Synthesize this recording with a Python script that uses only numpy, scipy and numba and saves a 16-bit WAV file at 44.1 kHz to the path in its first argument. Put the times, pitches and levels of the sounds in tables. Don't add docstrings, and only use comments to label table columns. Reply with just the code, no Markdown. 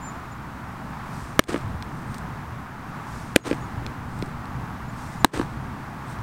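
import sys
import numpy as np
from scipy import signal
from scipy.fft import rfft, irfft
from scipy.io import wavfile
from numba import njit

SR = 44100
rng = np.random.default_rng(int(sys.argv[2]) if len(sys.argv) > 2 else 0)


def transcribe(signal):
    frames = np.atleast_2d(signal).T
    limited = np.clip(frames, -1, 1)
    pcm = np.round(limited * 32767).astype(np.int16)
    wavfile.write(sys.argv[1], SR, pcm)


N = 274302
T = np.arange(N) / SR

# start_s, level_db, crack_db, leather modes set by where the ball lands (pitch_hz, level_db),
# sent_to_walls_db, rumble_hold_s
CATCHES = [ (1.3929, 2, 0, [(620, 4.5), (1290, 5), (1700, 5.5), (2150, 4), (2850, -1.5)], -4.5, 0.94),
           (3.3613, 2.6, -1, [(535, 2.5), (720, -8), (1700, 0), (2000, -1), (2450, 4.5), (2900, -1)],
           -1.5, 1.14), (5.246, 6, -2.5, [(500, -11), (930, 5), (1130, 2.5), (1590, 4.5), (2900, -7.5),
           (3900, -2)], -5.5, .42)]
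# frequency_hz, level_db
GRIT = [(1000, 4), (3000, -5.5), (5500, -4), (7000, -7), (8800, 0.5), (10500, -19), (13500, -12),
        (16000, -19)]


def undb(db):
    return 10 ** (np.asarray(db) / 20)


def colour(x, spectrum):
    hz, db = np.transpose(spectrum)
    log_hz = np.log(np.fft.rfftfreq(len(x), 1 / SR) + 1)
    gain = undb(np.interp(log_hz, np.log(hz), db))
    return irfft(rfft(x) * gain / np.sqrt(np.mean(gain ** 2)), len(x))


def noise(spectrum):
    return colour(rng.standard_normal(N), spectrum)


def walk(rate_hz):
    steps = rng.standard_normal(N // 8)
    return np.interp(T * rate_hz, np.arange(len(steps)), steps)


def band(x, hz, kind, order=2):
    return signal.sosfilt(signal.butter(order, hz, kind, fs=SR, output="sos"), x)


def resonate(x, hz, width_hz):
    return signal.lfilter(*signal.iirpeak(hz, hz / width_hz, fs=SR), x)


def decay(t, t60_s):
    return np.exp(-np.log(1000) * np.maximum(t, 0) / t60_s)


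def ring(modes):
    t = T[:SR // 4]
    return sum(undb(db) * decay(t, t60_s) * np.sin(2 * np.pi * hz * t) for hz, db, t60_s in modes)


def burst(spectrum, t60_s):
    t = T[:SR // 4]
    return decay(t, t60_s) * colour(rng.standard_normal(len(t)), spectrum)


def add(out, start_s, x):
    start = max(int(start_s * SR), 0)
    out[start:start + len(x)] += x[:N - start]


def traffic(level_db=-36.5, waver_db=0.8):
    spectrum = [(250, -2.5), (340, -8.5), (480, -19), (650, -11.5), (850, -6.5), (1150, -6.5), (1600, -12),
                (2100, -18.5), (3000, -27.5), (4500, -32.5), (7000, -36.5), (8700, -38.5), (11000, -41),
                (16000, -41.5)]
    return band(noise(spectrum), 261, "high") * undb(level_db + waver_db * walk(5.4))


def rumble(rest_db=-38.5, swell_db=4.5, waver_db=1.0, lead_s=.58, rise_s=.65, fall_s=.32):
    spectrum = [(20, -7.5), (35, -23), (58, -0.5), (95, -4.5), (128, 2), (160, -2.5), (250, -6.5),
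                (330, -20), (500, -21.5), (1000, -61)]
    swell = 0
    for start_s, *_, hold_s in CATCHES:
        rising = (T - start_s + lead_s) / rise_s
        falling = 1 - (T - start_s - hold_s) / fall_s
        swell += np.clip(np.minimum(rising, falling), 0, 1)
    return noise(spectrum) * undb(rest_db + swell_db * swell + waver_db * walk(14))


def bird(rise_hz=130, waver_hz=25, echo_db=-11):
    chirps = [(.003, .101, 7200, 480, -41), (.309, .028, 7130, 450, -51), (3.397, .046, 6720, 330, -43),
              (3.595, .06, 6810, 70, -53), (4.877, .028, 7080, 150, -54), (5.187, .038, 7160, 220, -49)]
    calls, waver = np.zeros(N), waver_hz * walk(120)
    for start_s, length_s, top_hz, fall_hz, db in chirps:
        progress = np.linspace(0, 1, int(length_s * SR))
        hz = top_hz - rise_hz * (1 - progress) ** 4 - fall_hz * progress ** 7
        hz += waver[int(start_s * SR):][:len(hz)]
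        swell = np.sqrt(np.abs(np.sin(np.pi * progress ** 2)))
        add(calls, start_s, undb(db) * swell * np.sin(2 * np.pi * np.cumsum(hz) / SR))
    trees = burst(GRIT, t60_s=0.52)
    return calls + undb(echo_db) * signal.fftconvolve(calls, trees / np.linalg.norm(trees))[:N]


def clicks():
    # start_s, level_db, hardness (0 a crunch of grit, 1 a snap of plastic)
    contacts = [(1.4390, -17.5, 0.57), (1.825, -30, 0.81), (2.144, -30, 0), (2.1828, -31, 0.3),
                (3.3587, -23.5, 0.72), (3.8647, -31, 1), (4.1900, -36, .3), (4.2244, -32, 1),
                (4.26, -39, .15), (4.456, -39, 0.5), (6.188, -40.5, 0.8)]
    plastic = [(2400, -1, 0.0049), (3490, -7.5, 0.01), (4060, -5, 0.0068), (4970, -13.5, 0.011)]
    out = np.zeros(N)
    for start_s, db, hardness in contacts:
        t60_s = np.interp(hardness, (0, 1), (.022, .0064))
        plastic_db = np.interp(hardness, (0, 1), (-15, 9))
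        crunch = undb(-4) * burst(GRIT, t60_s)
        add(out, start_s, undb(db) * (crunch + undb(plastic_db) * ring(plastic)))
    return out


def thuds():
    impacts = [(1.646, -25.5, 100, 0.3), (1.745, -24, 85.5, 0.25), (2.095, -20, 118, 0.058),
               (2.3, -29.5, 134, 0.079), (3.775, -23, 115, 0.12), (4.197, -21, 126, 0.13),
               (4.2261, -12, 340, 0.012), (4.55, -23.5, 125.6, 0.27), (5.57, -24.5, 130, 0.22),
               (6.19, -24, 113, 0.23)]
    out = np.zeros(N)
    for start_s, db, hz, t60_s in impacts:
        add(out, start_s, ring([(hz, db, t60_s)]))
    return out


def scuffs(grain_db=1.65):
    slides = [(2.0, -57, 0.074), (2.136, -52.5, 0.055), (4.184, -54.5, 0.11), (6.11, -48.5, 0.038)]
    swell = sum(undb(db) * np.exp(-((T - middle_s) / half_s) ** 2) for middle_s, db, half_s in slides)
    return swell * noise(GRIT) * undb(grain_db * walk(400))


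def flight(level_db=-51.5, flutter_db=1.2, lead_s=.21, rise_s=.091, fade_s=.2):
    spectrum = [(1500, 2), (3000, 2), (5500, 5.5), (7000, 3.5), (8800, 4.5), (10500, -4.5), (13000, -5),
                (16000, -31)]
    swell = 0
    for catch_s, *_ in CATCHES:
        since_peak = T - catch_s + lead_s
        width_s = np.where(since_peak < 0, rise_s, fade_s)
        swell += np.exp(-(since_peak / width_s) ** 2) * (T < catch_s)
    return undb(level_db) * swell * noise(spectrum) * undb(flutter_db * walk(60))


def scatter_envelope(t, fence_delay_s=.09, rise_s=.022, hold_s=.096, sag_db_per_s=126):
    ground = undb(-23) * (t > 0) * decay(t, t60_s=.15)
    late = t - fence_delay_s
    fences = undb(-28.5 - sag_db_per_s * np.maximum(late, 0)) * decay(late - hold_s, t60_s=.2)
    tail = undb(-43.5) * decay(late, t60_s=1.6)
    onset = np.clip(1 + late / rise_s, 0, 1)
    return ground + onset * np.hypot(fences, tail)


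def scatter(grain_db=3.5, patchy_db=1.8):
    spectrum = [(100, -38), (300, 11), (520, 0.5), (850, -2.5), (1500, -4.5), (2300, -8), (4000, -14),
                (7000, -19), (8800, -16), (10500, -29.5), (13500, -32), (16000, -39)]
    envelope = sum(scatter_envelope(T - start_s) for start_s, *_ in CATCHES)
    facets = rng.standard_normal(N) * undb(grain_db * walk(2500) + patchy_db * walk(160))
    return envelope * colour(facets / np.std(facets), spectrum)


def wall_echoes(pops):
    walls = [(0.151, -20, 1220, 420, -10.5), (0.168, -23, 1690, 350, -26.5)]
    times_s, *_, sent_db, _ = zip(*CATCHES)
    sent = pops * undb(np.interp(T, times_s, sent_db))
    out = np.zeros(N)
    for delay_s, db, edge_hz, ring_hz, ring_db in walls:
        dulled = band(sent, edge_hz, "low", order=1)
        hollow = resonate(band(sent, 530, "low"), ring_hz, width_hz=300)
        add(out, delay_s, undb(db) * dulled + undb(ring_db) * hollow)
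    return out


def mitt(ring_t60_s=.012, seat_s=.0029, seat_db=-1.5):
    pocket_modes = [(345, 0, .017)]
    crack_spectrum = [(300, -15), (1200, -6), (2500, -5), (4000, 2.5), (5900, -4), (7000, -8), (8500, -2),
                      (10500, -9), (12700, -5), (16000, -15)]
    out, pocket = np.zeros(N), ring(pocket_modes)
    for start_s, db, crack_db, leather, *_ in CATCHES:
        slap = ring([(hz, mode_db, ring_t60_s * (hz / 1200) ** -.4) for hz, mode_db in leather])
        crack = undb(crack_db) * burst(crack_spectrum, t60_s=.008)
        add(out, start_s, undb(db) * (pocket + slap + crack))
        add(out, start_s + seat_s, undb(db + seat_db) * band(pocket, 450, "low"))
    return band(out, 185, "high")


def scene():
    pops = mitt()
    mono = pops + scatter() + wall_echoes(pops) + flight()
    mono += clicks() + thuds() + scuffs()
    mono += bird() + rumble() + traffic()
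    return np.array([mono, mono])


@njit
def limiter(x, threshold, attack_s, hold_s, release_s):
    gain, cut, target, wait_s = np.empty(len(x)), 0., 0., 0.
    for i in range(len(x)):
        if abs(x[i]) > threshold:
            excess = np.log(abs(x[i]) / threshold)
            if excess > target:
                target, wait_s = excess, hold_s
        wait_s -= 1 / SR
        if wait_s < 0:
            target = 0.
        cut += (target - cut) / (SR * (attack_s if target > cut else release_s))
        gain[i] = np.exp(-cut)
    return gain


def record(dry, top_hz=15750):
    gain = limiter(dry[0], threshold=1.4, attack_s=.0028, hold_s=.089, release_s=.0034)
    clipped = np.clip(dry * gain, -1, 1)
    steep_low_pass = signal.ellip(8, .2, 70, top_hz, fs=SR, output="sos")
    return signal.sosfilt(steep_low_pass, clipped)


dry = scene()
out = record(dry)
transcribe(out)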